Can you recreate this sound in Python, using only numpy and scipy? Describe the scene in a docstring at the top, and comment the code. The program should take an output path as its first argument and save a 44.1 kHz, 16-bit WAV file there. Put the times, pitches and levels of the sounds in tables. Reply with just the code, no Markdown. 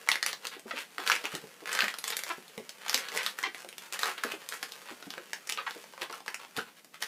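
"""Twisting a latex balloon

A small room, one microphone close to the hands that pinch and twist a long balloon into bubbles.
Taut latex sticks and lets go: single slips snap, runs of slips creak, regular slips squeak.
Fingers bump the air-filled bubbles, and the room answers briefly over a faint, low room tone."""
import sys
import numpy as np
from scipy import signal
from scipy.io import wavfile
from scipy.ndimage import uniform_filter1d

SR = 44100
rng = np.random.default_rng(int(sys.argv[2]) if len(sys.argv) > 2 else 0)


def to_wav(sig):
    """Store sig (one row per channel, or 1-D mono) as 16-bit WAV at the path in sys.argv[1].

    Samples outside -1..1 are clipped; the rate is SR.
    """
    pcm = np.clip(np.atleast_2d(sig), -1, 1) * 32767
    pcm = np.round(pcm).astype(np.int16)
    wavfile.write(sys.argv[1], SR, pcm.T)  # frames by channels


N = 311787
TOP_HZ = 15500

# spells of regular stick-slip: start_s, length_s, level_db, first_hz, last_hz, ring_hz, roughness (0-1)
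SQUEAK_SPELLS = [ (0.708, 0.01, -34, 765, 687, 1710, 0.31), (0.753, 0.049, -42.5, 288.5, 308, 2590, 0.38),
                 (2.12, 0.02, -37, 490.5, 416, 3730, 0.15), (2.297, .025, -35, 345, 335, 1150, .05),
                 (3.179, 0.048, -37.5, 493.4, 493, 2230, 0.23), (3.436, 0.0075, -27, 932, 1170, 2000, 0.16),
                 (3.445, .032, -37, 400, 375, 2150, .12), (4.04, 0.073, -40.5, 400, 366, 1330, 0.35),
                 (4.626, 0.011, -40.5, 808, 710, 2000, 0.27), (5.583, 0.01, -34, 1224, 1210, 1250, 0.23),
                 (5.663, .02, -35.5, 1300, 800, 1500, .24), (6.096, 0.0087, -43, 1170, 1060, 1080, 0.33),
                 (6.126, 0.017, -43, 1233, 1140, 1170, 0.34), (6.585, 0.011, -33, 1598, 1300, 1400, 0.28)]
# hollow spectrum of the air inside the balloon: frequency_hz, gain_db
HOLLOW_SPECTRUM = [(30, -34), (105, -22), (170, -7), (450, 8.5), (800, 4.5), (1200, -8), (3000, -56.5)]
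# bright spectrum of latex tearing loose: frequency_hz, gain_db
CRACK_SPECTRUM = [(1500, -27.5), (3500, 2), (5600, 4), (8000, 1), (12000, -2.5), (15500, -10)]
# spectrum of rubbed latex: frequency_hz, gain_db
CREAK_SPECTRUM = [(60, -40), (110, -33), (180, -1.5), (300, -5), (460, 9), (650, 1.5), (1100, 4.5),
                  (1800, 4.5), (2800, 4.5), (4500, 2.5), (7000, -37.5), (14000, -18.5)]


def snaps(crack_db=2, tear_cycles=0.47, crack_s=0.00028, ragged=2.14, again_share=0.61, again_s=0.00168):
    """A stuck patch tears loose within a cycle or two: it rings, cracks and pushes the air inside."""
    # single loud slips: start_s, level_db, ring_hz, crack_share_db (before crack_db)
    loud_slips = [(0.074, -37, 1090, -20), (0.0884, -17.5, 2050, -13), (0.1164, -21, 1980, -10),
                  (0.142, -33, 1700, -17), (0.1564, -26.5, 2100, -18), (0.2278, -24.5, 1950, -9),
                  (0.263, -26.5, 2200, -1), (0.3303, -31.5, 1770, -17), (0.4522, -33, 2600, -9),
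                  (0.4698, -34.5, 3750, -1.5), (0.5952, -53, 2120, 3), (0.6807, -48, 1280, -22),
                  (0.982, -29.5, 1410, -35), (1.001, -39, 1110, -14), (1.065, -33, 1460, -11),
                  (1.0758, -24, 4550, -18), (1.0992, -18, 1410, -22), (1.1176, -19, 2440, -37),
                  (1.153, -30, 2360, -8.5), (1.1627, -33, 1610, -13), (1.2404, -36, 890, -16),
                  (1.2546, -29.5, 2770, -12), (1.3512, -35.5, 2820, -1.5), (1.6576, -36.5, 1940, -18),
                  (1.6921, -34, 1580, -20), (1.7293, -33.5, 1880, 0), (1.7732, -32, 1960, -20),
                  (1.7507, -32, 1870, -3), (1.79, -22, 1580, -24), (1.806, -20.5, 2640, -26),
                  (1.8209, -24, 1660, -32), (1.8417, -29, 1900, -12), (1.8816, -27, 2010, -24),
                  (1.9404, -35, 1480, -9.5), (1.9863, -41, 2620, 4), (2.041, -32, 4600, -2.5),
                  (2.0789, -34.5, 3300, 1.5), (2.104, -36.5, 1910, 2.5), (2.1678, -34.5, 1940, 4),
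                  (2.1907, -35.5, 2170, -3), (2.2356, -34.5, 1960, -1.5), (2.2657, -41.5, 1790, -12),
                  (2.4806, -55.5, 4290, 2), (2.5784, -39.5, 1940, -10.5), (2.693, -42.5, 4120, 1),
                  (2.863, -37, 990, -14), (2.882, -34.5, 3220, -6.5), (2.8955, -29, 1540, -1),
                  (2.9298, -33.5, 1510, -8), (2.9442, -22, 2900, -3), (2.9767, -31, 2160, -6),
                  (3.0858, -35.5, 3840, -14), (3.1186, -39, 2000, -15), (3.1491, -40, 1040, -5),
                  (3.1745, -25.5, 1970, -12.5), (3.2637, -25, 3860, -12.5), (3.3876, -32, 1570, -8),
                  (3.429, -36, 1600, -5), (3.5465, -37, 2030, -15), (3.6469, -45.5, 1700, -7),
                  (3.6887, -43.5, 2390, -2), (3.7276, -45.5, 2730, -8), (3.7815, -41, 3380, -1.5),
                  (3.9249, -35.5, 2680, -3.5), (3.9917, -36, 1880, 0), (4.0323, -23.5, 1600, -14),
                  (4.057, -32, 1790, -7), (4.18, -38, 3140, -18), (4.2365, -26, 1470, -10),
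                  (4.3197, -33, 2680, -13), (4.489, -39, 4970, 2.5), (4.5233, -34.5, 1530, -16),
                  (4.6287, -32.5, 1800, -6), (4.7208, -38.5, 4960, -8), (5.0254, -43, 1380, -19),
                  (5.1046, -38.5, 3060, -7.5), (5.138, -40, 1490, -23), (5.1796, -38, 1550, -19),
                  (5.3321, -29.5, 1660, -13.5), (5.473, -45.5, 1560, 2.5), (5.4921, -34, 2260, -5),
                  (5.497, -35, 2840, 1.5), (5.523, -32.5, 2950, -2.5), (5.5745, -34, 2630, -24),
                  (5.7088, -37.5, 3650, -14), (5.8405, -48, 1000, -11), (5.936, -47, 950, -19),
                  (5.978, -44, 1170, -20), (6.018, -31.5, 1070, -18), (6.0972, -44.5, 890, -18),
                  (6.1263, -46.5, 2560, 1), (6.2037, -46, 885, -16), (6.2619, -44, 1100, -14),
                  (6.28, -30.5, 1780, -17), (6.344, -33, 2570, -6.5), (6.3995, -49, 1060, -13),
                  (6.4148, -48, 2340, -18), (6.4487, -45.5, 2270, -21), (6.566, -36.5, 3380, -6),
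                  (6.5727, -39, 1170, -3), (6.8461, -55, 3540, 2.5), (7.006, -53, 3000, -2),
                  (7.0165, -48, 2400, -3), (7.0241, -29.5, 1960, -5.5)]
    out, t = np.zeros(N), np.arange(4096) / SR
    for start, db, hz, crack_share_db in loud_slips:
        # lighter, lower slips have more hollow body under their ring; hard, high ones ping
        force_db, octaves_up = db + 35, np.log2(hz / 2000)
        push_db = -14 - 0.67 * force_db - 3 * octaves_up
        body = skin(hz, width_hz=250, boost_db=5 + 0.04 * force_db)
        flutter = np.cos(2 * np.pi * hz * t) + ragged * noise(len(t))
        tear = swell(t, tear_cycles / hz) * flutter + 1.56 * (t == 0)
        rip = swell(t, crack_s) * noise(len(t))
        # the patch catches and gives once more, a moment later
        later = np.maximum(t - again_s * rng.uniform(.4, 1.4), 0)
        tear += again_share * ragged * swell(later, tear_cycles / hz) * noise(len(t))
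        rip += again_share * swell(later, crack_s) * noise(len(t))
        ring = unit_attack(signal.fftconvolve(tear, body)[:len(t)])
        push = amp(push_db) * unit_attack(colour(tear, HOLLOW_SPECTRUM))
        crack = amp(crack_share_db + crack_db) * unit_attack(colour(rip, CRACK_SPECTRUM))
        add(out, start, amp(db) * (ring + push + crack))
    return out


def creaks(boost_db=7, width_octaves=0.86, rise_db_per_s=1097, fall_db_per_s=500, lead_s=0.03):
    """Latex drags over latex in a dense run of tiny slips that builds quickly, holds and eases off."""
    # drags: start_s, length_s, level_db, ring_hz, crackle_share_db
    drags = [(0.094, 0.035, -41, 2600, -9), (0.274, 0.024, -39.5, 2900, -6), (0.43, 0.028, -46.5, 600, -7),
             (0.521, 0.03, -47, 1800, -13), (0.68, 0.025, -50, 1100, -4), (0.76, 0.03, -32.5, 2290, -8),
             (1.003, .035, -43.5, 1200, -11), (1.069, 0.014, -35.5, 1400, -4),
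             (1.107, 0.022, -33, 2100, -11), (1.145, .03, -44.5, 2200, -16), (1.213, .02, -50, 700, -22),
             (1.245, 0.02, -41, 1090, -20), (1.313, 0.039, -44, 1340, -7), (1.679, 0.022, -39, 1600, -7),
             (1.717, 0.13, -37.5, 1640, -8.5), (1.86, 0.053, -43.5, 1900, -8.5),
             (2.049, 0.095, -44, 3240, -4), (2.193, 0.017, -49, 2100, -7), (2.267, 0.051, -44.5, 1690, -5),
             (2.809, 0.086, -51, 1500, -11), (2.889, 0.11, -42.5, 2000, -5), (3.001, 0.091, -47, 1700, -17),
             (3.122, 0.028, -45, 480, -8), (3.154, 0.057, -39, 470, -4.5), (3.17, 0.12, -42, 2200, -4.5),
             (3.38, 0.05, -49, 1500, -5), (3.55, 0.072, -51, 1580, -4), (3.823, 0.039, -50, 1420, -4.5),
             (3.935, 0.022, -38.5, 1640, -4.5), (3.997, 0.023, -41.5, 1920, -3),
             (4.042, 0.055, -30, 1400, -6), (4.18, 0.013, -44.5, 1300, -15),
             (4.241, 0.093, -43.5, 1390, -9), (4.414, 0.0098, -53, 1100, -19),
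             (4.524, 0.022, -44, 1530, -2), (4.63, 0.014, -48, 1820, -1), (4.867, 0.04, -48, 1200, -17),
             (5.112, 0.066, -56, 1500, -18), (5.496, 0.028, -49, 2800, -12), (5.581, 0.019, -40, 1400, -29),
             (5.67, 0.042, -53.5, 2000, -4), (6.018, 0.014, -39, 930, -11), (6.111, 0.063, -51, 695, -5.5),
             (6.283, 0.019, -47.5, 1000, -8), (6.4, 0.032, -50.5, 1100, -11), (6.569, 0.021, -38, 1310, -7),
             (6.672, 0.013, -54, 1000, -25), (6.767, 0.015, -56, 2520, -3),
             (6.943, 0.0094, -51.5, 1590, -9), (7.024, 0.015, -42.5, 1900, -3)]
    out, t = np.zeros(N), np.arange(SR // 3) / SR - lead_s
    for start, length, db, hz, crackle_db in drags:
        run = slips(len(t), per_s=420, spread_db=4.0, hiss=0.31)
        body = impulse(lambda f: read(CREAK_SPECTRUM, f) - 2 * (f < 700)
                       + boost_db / (1 + (np.log2((f + 1) / hz) / width_octaves) ** 2))
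        sliding = run + 0.59 * noise(len(t))
        creak = unit_rms(signal.fftconvolve(sliding, body)[:len(t)])
        # the bigger a slip, the more sharply it cracks
        crackle = amp(crackle_db) * unit_rms(colour(run * abs(run) ** 0.13, CRACK_SPECTRUM))
        ease_db = rise_db_per_s * np.minimum(t, 0) - fall_db_per_s * np.maximum(t - length, 0)
        add(out, start - lead_s, amp(db + ease_db) * (creak + crackle))
    # the creak gives way by up to 10 dB while the slips lock into a squeak
    clock = np.arange(N) / SR
    locked = sum(abs(clock - start - length / 2) < length / 2 for start, length, *_ in SQUEAK_SPELLS)
    return out * amp(-10 * uniform_filter1d(np.minimum(locked, 1.), 400))


def squeaks(gain_db=1, hollow_db=-13, waver=0.031, waver_hz=45):
    """Slips lock into a rhythm: a gliding pulse train rings the skin and the hollow under it."""
    out = np.zeros(N)
    hollow = amp(hollow_db) * impulse(lambda f: read(HOLLOW_SPECTRUM, f))
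    for start, length, db, first_hz, last_hz, ring_hz, roughness in SQUEAK_SPELLS:
        count = int(length * SR)
        wobble, pressure = (unit_rms(uniform_filter1d(noise(count), 50)) for _ in range(2))
        bend = waver * np.sin(2 * np.pi * (waver_hz * np.arange(count) / SR + rng.random()))
        pitch_hz = np.geomspace(first_hz, last_hz, count) * (1 + bend + roughness * wobble / 2)
        turns = np.cumsum(pitch_hz) / SR
        orders = np.arange(1, int(TOP_HZ / max(first_hz, last_hz)))
        # a slack, low-ringing patch lets go more softly, so its upper harmonics are weak
        weights = 1 / (1 + (orders * first_hz / (2 * ring_hz)) ** 2)
        pulses = weights @ np.cos(2 * np.pi * np.outer(orders, turns))
        pulses *= amp(10 * roughness * pressure) * signal.windows.tukey(count, .4)
        squeak = signal.fftconvolve(pulses, skin(ring_hz, width_hz=230, boost_db=6) + hollow)
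        add(out, start, amp(db + gain_db) * squeak / squeak[:count].std())
    return out


def bumps(gain_db=-2, tube_db=-2, scuff_db=-9, bubble_s=0.0063, tube_s=0.006, rise_s=0.0056, sag=0.21):
    """A finger's soft knock sounds a bubble and the long tube; the pitch sags as the skin relaxes."""
    # knocks and releases, pitches at mid-sag: start_s, level_db (before gain_db), bubble_hz, tube_hz
    knocks = [(0.566, -47, 360, 314), (0.656, -43, 387, 240), (0.734, -43, 490, 256),
              (0.988, -41.5, 386, 306), (1.241, -42.5, 405, 290), (1.336, -39.5, 417, 168),
              (1.346, -40, 403, 307), (1.437, -46, 412, 183), (1.621, -46.5, 442, 320),
              (1.831, -37.5, 638, 207), (2.379, -47, 410, 200), (2.576, -41, 444, 188),
              (2.596, -43.5, 413, 238), (2.945, -41, 466, 240), (3.172, -42.5, 489, 437),
              (3.47, -46, 403, 318), (3.645, -46, 543, 343), (4.246, -35, 440, 247), (4.336, -40, 380, 331),
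              (4.912, -45.5, 295, 227), (5.068, -45, 270, 202), (5.175, -42.5, 533, 345),
              (5.759, -45.5, 444, 321), (6.02, -46, 480, 340), (6.105, -49.5, 440, 336),
              (6.574, -41, 387, 140), (6.579, -36.5, 440, 223)]
    out, t = np.zeros(N), np.arange(4096) / SR
    pitch_ratio = 1 + sag * (2 * np.exp(-t / 0.014) - 1)
    phase_per_hz = 2 * np.pi * np.cumsum(pitch_ratio) / SR
    for start, db, bubble_hz, tube_hz in knocks:
        bubble = np.sin(bubble_hz * phase_per_hz) * np.exp(-t / bubble_s)
        tube = amp(tube_db) * np.sin(tube_hz * phase_per_hz) * np.exp(-t / tube_s)
        scuff = amp(scuff_db) * unit_rms(colour(noise(len(t)), HOLLOW_SPECTRUM)) * np.exp(-t / 0.0074)
        knock = (bubble + tube + scuff) * (1 - np.exp(-t / rise_s))
        add(out, start, amp(db + gain_db) * knock / knock[:660].std())
    return out


def grip(friction_db=-1, crackle_db=-6):
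    """Fingers shift on the skin, resting briefly near the end: soft sliding with scattered ticks."""
    # course of the rubbing: time_s, level_db (before friction_db and crackle_db)
    rubbing = [(0, -53), (0.4, -58), (0.62, -63), (1.2, -50.5), (1.56, -57), (1.949, -55), (2.45, -55),
               (2.75, -57), (3.1, -50), (3.55, -60.5), (4.4, -53.5), (4.72, -51.5), (5.25, -57), (5.8, -53),
               (6.22, -64), (6.7, -59.5), (6.89, -86), (7.07, -65)]
    run = slips(N, per_s=110, spread_db=2.5, hiss=1.0)
    level = amp(np.interp(np.arange(N) / SR, *np.transpose(rubbing)))
    friction = amp(friction_db) * unit_rms(colour(run, CREAK_SPECTRUM))
    crackle = amp(crackle_db) * unit_rms(colour(run, CRACK_SPECTRUM))
    return level * (friction + crackle)


def jolts(thud_hz=130, rise_s=0.0011):
    """A hard slip moves the whole balloon at once with a short, dull thud."""
    # thuds: start_s, level_db
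    thuds = [(0.1156, -61), (1.0985, -53), (2.9441, -57), (3.1745, -65), (4.2366, -66)]
    out, t = np.zeros(N), np.arange(4096) / SR
    for start, db in thuds:
        add(out, start, amp(db) * np.sin(2 * np.pi * thud_hz * t) * swell(t, rise_s))
    return out


def room(x, wet_db=-3, gap_s=0.0015, echoes_per_s=5000):
    """Dense reflections reach the microphone from body, table and walls; the bass lasts longest."""
    # the room's decay: frequency_hz, t60_s
    decay = [(150, 0.23), (500, 0.17), (2000, 0.18), (5000, 0.17), (14000, 0.18)]
    count = SR // 2
    echoes = rng.choice([-1., 1.], count) * (rng.random(count) < echoes_per_s / SR)
    hz, t, bands = signal.stft(echoes, SR, nperseg=256)
    tail = signal.istft(bands * amp(-60 * t / read(decay, hz)[:, None]), SR, nperseg=256)[1]
    tail *= np.arange(len(tail)) > gap_s * SR
    return amp(wet_db) * signal.fftconvolve(x, tail / np.linalg.norm(tail))[:N]


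def room_tone(level_db=-62.5):
    """Faint, steady noise behind the balloon, strongest in the low notes."""
    # background spectrum: frequency_hz, gain_db
    spectrum = [(25, -23), (70, -53), (110, -11), (165, 11), (260, 6.5), (500, 4.5), (1200, -3.5),
                (4000, -3.5), (15000, -7.5)]
    return amp(level_db) * unit_rms(colour(noise(N), spectrum))


def skin(ring_hz, width_hz, boost_db):
    """The skin's answer to one slip: a broad band, with the resonance of the pinched patch on top."""
    # spectrum of taut latex: frequency_hz, gain_db
    latex = [(300, -37), (800, -3.5), (1400, 1.5), (2100, 2.5), (3000, 0.5), (4500, -2.5), (6000, -6.5),
             (10000, -19)]
    return impulse(lambda f: read(latex, f) + boost_db / (1 + ((f - ring_hz) / width_hz) ** 2))


def slips(count, per_s, spread_db, hiss):
    """Small slips at random moments and of uneven size, over a trace of smooth sliding."""
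    slipping = rng.random(count) < per_s / SR
    size = amp(spread_db * np.minimum(rng.exponential(1, count), 3))
    train = slipping * size * np.sign(noise(count))
    return unit_rms(unit_rms(train) + hiss * noise(count))


def impulse(db_at, size=2048):
    """The causal impulse response whose gain follows db_at(Hz)."""
    log_gain = np.log(amp(db_at(abs(np.fft.fftfreq(size, 1 / SR)))))
    return np.fft.ifft(np.exp(np.conj(signal.hilbert(log_gain)))).real[:size // 2]


def colour(x, spectrum):
    """Filters x with a spectrum."""
    return signal.fftconvolve(x, impulse(lambda f: read(spectrum, f)))[:len(x)]


def read(points, hz):
    """The value at hz of points joined by straight lines on a log-frequency axis."""
    f, value = np.transpose(points)
    return np.interp(np.log(hz + 1), np.log(np.sort(f) + 1), value)


def swell(t, peak_s):
    """Rises to one at peak_s and dies away."""
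    return t / peak_s * np.exp(1 - t / peak_s)


def unit_attack(x):
    """Scales to an rms of one over the first four milliseconds."""
    return x / np.sqrt(np.mean(x[:176] ** 2) + 1e-20)


def unit_rms(x):
    return x / np.sqrt(np.mean(x ** 2) + 1e-20)


def amp(db):
    return 10 ** (np.asarray(db) / 20)


def noise(count):
    return rng.standard_normal(count)


def add(mix, start_s, sound):
    part = mix[max(round(start_s * SR), 0):][:len(sound)]
    part += sound[:len(part)]


def scene():
    """Snaps, creaks, squeaks and knocks close to the microphone in a small room."""
    balloon = snaps() + jolts() + bumps() + squeaks() + creaks() + grip()
    # reflections crossfade at 2.3 Hz and 0.37 Hz, which keeps the echo from ringing at fixed pitches
    fast, slow = 2 * np.pi * np.outer([2.3, .37], np.arange(N) / SR)
    fades = [a(fast) * b(slow) for a in (np.cos, np.sin) for b in (np.cos, np.sin)]
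    reflections = sum(room(balloon * fade) for fade in fades)
    return (balloon + reflections + room_tone())[None]


def record(dry):
    """The recorder cuts the treble above TOP_HZ."""
    lowpass = signal.firwin(301, TOP_HZ, window=("kaiser", 8), fs=SR)
    return signal.oaconvolve(dry, lowpass[None], "same")


dry = scene()
out = record(dry)
to_wav(out)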